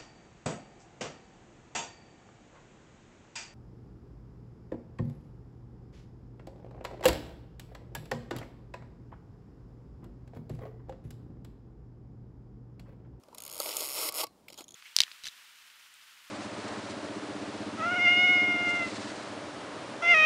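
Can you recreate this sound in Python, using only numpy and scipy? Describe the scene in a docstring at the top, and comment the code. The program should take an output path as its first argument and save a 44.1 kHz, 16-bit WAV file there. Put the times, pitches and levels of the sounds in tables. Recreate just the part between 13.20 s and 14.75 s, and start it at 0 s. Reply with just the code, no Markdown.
"""Winding a large film camera

Close by, over faint outdoor air, a hand pushes the advance lever down in two goes. A pawl (a small
catch) ticks over a toothed wheel, faster as the lever speeds up. Gears grind in the case, latches snap
in and the lever meets its stop. Then it swings back with a short rub and a few light ticks."""
import sys
import numpy as np
from scipy import signal
from scipy.fft import rfft, irfft
from scipy.io import wavfile

SR = 44100
rng = np.random.default_rng(int(sys.argv[2]) if len(sys.argv) > 2 else 0)


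def persist_wave(psi):
    """Save psi, clipped to +-1, as 16-bit WAV."""
    counts = np.round(np.clip(psi, -1, 1) * 32767).astype(np.int16)
    wavfile.write(sys.argv[1], SR, np.atleast_2d(counts).T)


N = 68355
T = np.arange(N) / SR

# knocks of the lever and its links (time [s], metal level [dB], thud level [dB], thud pitch [Hz])
LEVER_KNOCKS = [(0.035, -47.5, -56, 1220), (.084, -52, -46.5, 533), (.128, -56, -43, 955),
                (.147, -46, -47.5, 980), (.1745, -43, -57.5, 675), (.183, -35, -47.5, 724),
                (0.2912, -36, -51, 610), (.308, -37, -59, 590), (.458, -25, -37.5, 666),
                (0.4885, -24.5, -38.5, 496), (0.787, -31, -34, 503), (0.8872, -19.5, -36, 425),
                (.997, -42, -34, 610), (1.0115, -19, -39, 640), (1.0332, -26.5, -26, 862),
                (1.0388, -28, -42, 630), (1.0669, -36, -48, 1080), (1.301, -37.5, -47, 594),
                (1.324, -40.5, -49, 328), (1.329, -37, -52.5, 590), (1.341, -38, -50.5, 330),
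                (1.396, -46, -44, 800), (1.406, -33.5, -41.5, 340)]
# latches snapping in (time [s], snap level [dB], thud level [dB], thud pitch [Hz])
LATCH_SNAPS = [(0.4007, -12.5, -25.5, 556), (0.5673, -11.5, -40, 863), (0.604, -21, -57, 600),
               (.607, -17, -33, 498)]


def from_db(db):
    """Turn decibels into a number to multiply a sound by."""
    return 10 ** (np.asarray(db) / 20)


def levels(rows):
    """Join the points of each decibel column into a gain that changes over time."""
    times, *columns = np.transpose(rows)
    return [from_db(np.interp(T, times, column)) for column in columns]


def resonate(x, tones, sign=-1):
    """A shaken part rings at its own tones; sign=1 leaves deeper valleys between them."""
    out = np.zeros(N)
    for k, (hz, width, db) in enumerate(tones):
        r = np.exp(-np.pi * width / SR)  # a narrower tone rings longer
        feedback = [1, -2 * r * np.cos(2 * np.pi * hz / SR), r * r]
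        gain = sign ** k * from_db(db) * (1 - r * r) / 2
        out += gain * signal.lfilter([1, 0, -1], feedback, x + 1e-18)
    return out


def contacts(times, dbs, hold_s, decay_s):
    """Parts chatter as they meet: each burst of noise rises quickly, holds and dies away."""
    attack_s = 0.00065
    power = np.zeros(N)
    for s, db in zip(times, dbs):
        start = int(s * SR)
        age = T[:max(0, min(N - start, SR // 20))]
        rise = np.minimum(age / attack_s, 1)
        fade = np.exp(-np.maximum(age - hold_s, 0) / decay_s)
        power[start:start + len(age)] += (from_db(db) * rise * fade) ** 2
    return np.sqrt(power) * rng.standard_normal(N)


def grains(per_second=4200, spread_db=4):
    """Grinding and rubbing are made of many tiny hits of uneven size."""
    hits = (rng.random(N) < per_second / SR) * rng.choice([-1, 1], N)
    hits = hits * from_db(spread_db * np.minimum(rng.exponential(1, N), 4))
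    return hits / np.std(hits)


def impacts(times, dbs, feedback=.55):
    """Clean clicks, each smeared by echoes along four short paths through the metal."""
    x = np.zeros(N)
    x[(times * SR).astype(int)] = from_db(dbs)
    for path_s in [.00009, .00016, .00025, .00037]:
        echo = np.r_[1, np.zeros(int(path_s * SR)), feedback]
        x = signal.lfilter(echo[::-1], echo, x + 1e-18)
    return x


def air(gain_db=-45):
    """Outdoor air makes a steady, dull hush."""
    # tone of the hush, from low to high (frequency [Hz], relative level [dB])
    hush = [(20, -21), (45, -16.5), (75, -6), (130, -4), (250, -2), (500, -7), (950, -10.5), (1600, -22.5),
            (4500, -26), (9000, -28), (16000, -34)]
    hz, db = np.transpose(hush)
    log_hz = np.log(np.fft.rfftfreq(N, 1 / SR) + 1)
    gain = from_db(gain_db + np.interp(log_hz, np.log(hz), db))
    return irfft(rfft(rng.standard_normal(N)) * gain, N)


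def gear_train():
    """Grinding and knocks shake the gears, the springs and the hollow case."""
    # how hard the gears work (time [s], grinding level [dB], case rumble level [dB])
    gear_load = [(0, -83, -54), (.16, -61.5, -48.5), (.19, -59, -42.5), (.28, -52, -39), (.38, -44, -34),
                 (.42, -34, -33), (.44, -43, -28.5), (.46, -44, -25), (.52, -30.5, -29.5),
                 (.55, -40.5, -28.5), (.62, -30.5, -26.5), (.68, -37.5, -33), (.73, -38, -32),
                 (.78, -27, -24.5), (.893, -34, -24.5), (.903, -44, -42), (.935, -44.5, -30.5),
                 (.96, -35.5, -27), (1.005, -25.5, -20.5), (1.025, -37.5, -28), (1.042, -29, -22.5),
                 (1.05, -51.5, -46), (1.1, -74, -78)]
    # ringing tones of the gears (pitch [Hz], width [Hz], level [dB])
    gear_tones = [(2137, 300, -2), (2565, 130, 1), (2866, 290, -1.5), (3320, 360, -1.5), (4090, 390, -0.5),
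                  (4790, 370, 0), (5416, 205, 3.5), (7020, 250, -2.5), (7650, 310, -3.5), (9400, 1100, -8),
                  (11000, 710, -8.5), (14000, 1400, -12.5)]
    # long-ringing tones of the springs (pitch [Hz], width [Hz], level [dB])
    spring_tones = [(1129, 44, -5.5), (2240, 18, -7), (2740, 18, -19), (3520, 8.5, -11), (4027, 11, -5),
                    (4150, 8.8, -7), (4270, 12, -3), (4600, 18, -5), (4930, 16, -17), (5430, 22, -18),
                    (6800, 25, -27), (7900, 17, -19)]
    # low tones of the hollow case (pitch [Hz], width [Hz], level [dB])
    case_tones = [(312.7, 52, -6.5), (473.5, 87, -2), (590, 87, 4.5), (630, 85, 4.5), (755, 183, -6),
                  (935, 130, -2.5), (1137, 82, -2), (1293, 189, -5.5)]
    grind, rumble = levels(gear_load)
    times, metal_db, _, _ = np.transpose(LEVER_KNOCKS)
    metal = grind * grains() + contacts(times, metal_db, hold_s=0.0013, decay_s=0.0024)
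    times, _, thud_db, _ = np.transpose(LEVER_KNOCKS + LATCH_SNAPS)
    shake = rumble * grains() + contacts(times, thud_db + 8, hold_s=0.0027, decay_s=0.0047)
    case_band = signal.butter(2, [237, 1600], "band", fs=SR, output="sos")
    case = signal.sosfilt(case_band, resonate(shake, case_tones))
    return resonate(metal, gear_tones) + resonate(metal, spring_tones) + case


def thuds(rise_s=0.0019, decay_s=0.0031):
    """Every knock and latch gives a short hollow thud, pitched by where it lands in the case."""
    out = np.zeros(N)
    for s, _, db, hz in LEVER_KNOCKS + LATCH_SNAPS:
        age = np.maximum(T - s, 0)
        envelope = (1 - np.exp(-age / rise_s)) * np.exp(-age / decay_s)
        out += 2 * from_db(db) * envelope * np.sin(2 * np.pi * hz * age)
    return out


def tooth_times(push):
    """A tooth passes whenever the wheel has turned one more step."""
    times, speed = np.transpose(push)
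    t = T[(T >= times[0]) & (T <= times[-1])]
    teeth_passed = np.cumsum(np.interp(t, times, speed)) / SR
    return np.interp(np.arange(int(teeth_passed[-1]) + 1), teeth_passed, t)


def ratchet():
    """The pawl drops off each tooth with a crack, chatters a little and sets the wheel ringing."""
    # one tooth slips over before each push (time [s])
    lone_teeth = [.1462, .9228]
    # the wheel turning in the long first push (time [s], speed [teeth per s])
    long_push = [(0.1815, 42.3), (0.2628, 79.8), (0.2903, 44.1), (0.3146, 70.5), (0.3363, 115.6),
                 (0.3731, 75.5), (0.4134, 175.8), (0.4258, 117.8), (0.4428, 174.8), (0.4648, 151.0),
                 (0.4888, 181.5), (0.4938, 131.2), (0.5288, 89.8), (0.5758, 199.8), (0.6078, 194.0),
                 (0.6148, 107.8), (0.6248, 176.4), (0.6863, 119.0), (0.6908, 153.7), (0.7178, 118.2),
                 (0.8278, 324.7), (0.8954, 233.0)]
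    # the wheel turning in the short last push (time [s], speed [teeth per s])
    last_push = [(0.9413, 132.8), (0.973, 181.2), (1.0012, 335.3), (1.0282, 151.9), (1.0403, 238.1)]
    # how hard the pawl drops (time [s], ring level [dB], crack level [dB])
    pawl_force = [(.15, -36, -33), (.2, -34, -30), (.37, -27, -31.5), (.45, -24.5, -29),
                  (.55, -26.5, -30.5), (.6, -23.5, -30), (.72, -22.5, -32), (.79, -23, -40),
                  (.89, -20.5, -34), (.92, -24.5, -33), (.96, -21, -34), (1.04, -22, -44)]
    # ringing tones of the pawl and wheel (pitch [Hz], width [Hz], level [dB])
    pawl_tones = [(2220, 380, -11.5), (2810, 500, -12), (4060, 230, -23), (4980, 270, -6.5),
                  (5330, 190, -2.5), (6750, 270, -5), (7800, 340, -6), (9400, 240, -1.5), (9640, 190, 0.5),
                  (11320, 410, 1.5), (13200, 420, -5), (13400, 330, -10), (13900, 400, -20)]
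    # tones in the dry crack of the pawl's tip (pitch [Hz], width [Hz], level [dB])
    crack_tones = [(2920, 1800, -3), (4540, 610, 0), (6680, 200, 5.5), (8970, 650, 2.5),
                   (10700, 2000, -0.5), (14200, 2200, -5)]
    times = np.concatenate([lone_teeth, tooth_times(long_push), tooth_times(last_push)])
    uneven_db = 0.4 * rng.standard_normal(len(times))
    ring_gain, crack_gain = levels(pawl_force)
    drops = impacts(times, uneven_db + 15.5)
    chatter = contacts(times, uneven_db - 10, hold_s=0.0018, decay_s=0.0016)
    cracks = contacts(times, uneven_db - 6, hold_s=0.0017, decay_s=0.0028)
    ring = resonate(ring_gain * (drops + chatter), pawl_tones, sign=1)
    return ring + resonate(crack_gain * cracks, crack_tones)


def latches():
    """Latches drop into place with bright snaps."""
    # ringing tones of a latch (pitch [Hz], width [Hz], level [dB])
    latch_tones = [(3180, 220, -8), (4430, 290, -2), (6400, 310, -0.5), (6950, 320, -1), (8800, 390, -2.5),
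                   (10900, 910, -7), (14100, 1000, -8)]
    times, db, _, _ = np.transpose(LATCH_SNAPS)
    return resonate(contacts(times, db, hold_s=.0014, decay_s=.0011), latch_tones)


def spring_pings(pitch_hz=1128, rise_s=0.0019, decay_s=0.018):
    """Near the end of its travel the lever sets a low spring pinging."""
    # hits on the spring (time [s], level [dB])
    pings = [(0.916, -42.5), (1.01, -36.5), (1.037, -44.5)]
    envelope = np.zeros(N)
    for s, db in pings:
        age = np.maximum(T - s, 0)
        envelope += from_db(db) * np.minimum(age / rise_s, 1) * np.exp(-age / decay_s)
    return envelope * np.sin(2 * np.pi * pitch_hz * T)


def lever_return():
    """The lever clicks free of its stop, rubs as it swings back and ticks lightly as it comes home."""
    # tones of the click (pitch [Hz], width [Hz], level [dB])
    click_tones = [(2430, 530, 11.5), (3100, 230, 1), (4100, 300, -6), (5470, 320, 0), (7500, 530, -3),
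                   (10600, 2300, -9), (14900, 1900, -5)]
    # how hard the lever rubs (time [s], level [dB])
    rub_force = [(1.27, -85), (1.29, -48.5), (1.335, -61), (1.365, -54.5), (1.388, -35), (1.402, -46),
                 (1.418, -45), (1.432, -56.5), (1.46, -84), (1.55, -58)]
    # tones of the rub (pitch [Hz], width [Hz], level [dB])
    rub_tones = [(570, 330, 3), (3250, 280, 3), (4170, 450, 1), (5200, 280, -2.5), (6820, 210, 2),
                 (9000, 1400, -8), (12700, 2400, -10)]
    # the light ticks (time [s], level [dB])
    tick_hits = [(1.376, -43), (1.387, -41.5), (1.416, -46), (1.4405, -41.5), (1.4807, -39), (1.4878, -42),
                 (1.5066, -41), (1.5197, -45), (1.5413, -39.5)]
    # tones of the ticks (pitch [Hz], width [Hz], level [dB])
    tick_tones = [(3410, 215, 7), (4170, 500, -4.5), (6630, 500, 9), (7100, 420, 5.5), (9400, 3000, -9.5),
                  (11800, 1500, -16)]
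    click = resonate(contacts(times=[1.2825], dbs=[-41], hold_s=.003, decay_s=0.0016), click_tones)
    rub_gain, = levels(rub_force)
    rub = resonate(rub_gain * grains(), rub_tones)
    times, db = np.transpose(tick_hits)
    ticks = resonate(contacts(times, db, hold_s=0.0022, decay_s=.0015), tick_tones)
    return click + rub + ticks


def scene():
    """The camera, close by and with no room echo, in the open air."""
    camera = ratchet() + gear_train() + thuds() + spring_pings() + latches() + lever_return()
    case_dip = signal.iirnotch(1776, Q=6.6, fs=SR)  # the case gives off little sound at this pitch
    return (signal.lfilter(*case_dip, camera) + air())[None]


def record(dry):
    """The very highest treble is cut off steeply."""
    cutoff_hz = 15650
    return signal.sosfilt(signal.ellip(10, .2, 80, cutoff_hz, fs=SR, output="sos"), dry)


dry = scene()
out = record(dry)
persist_wave(out)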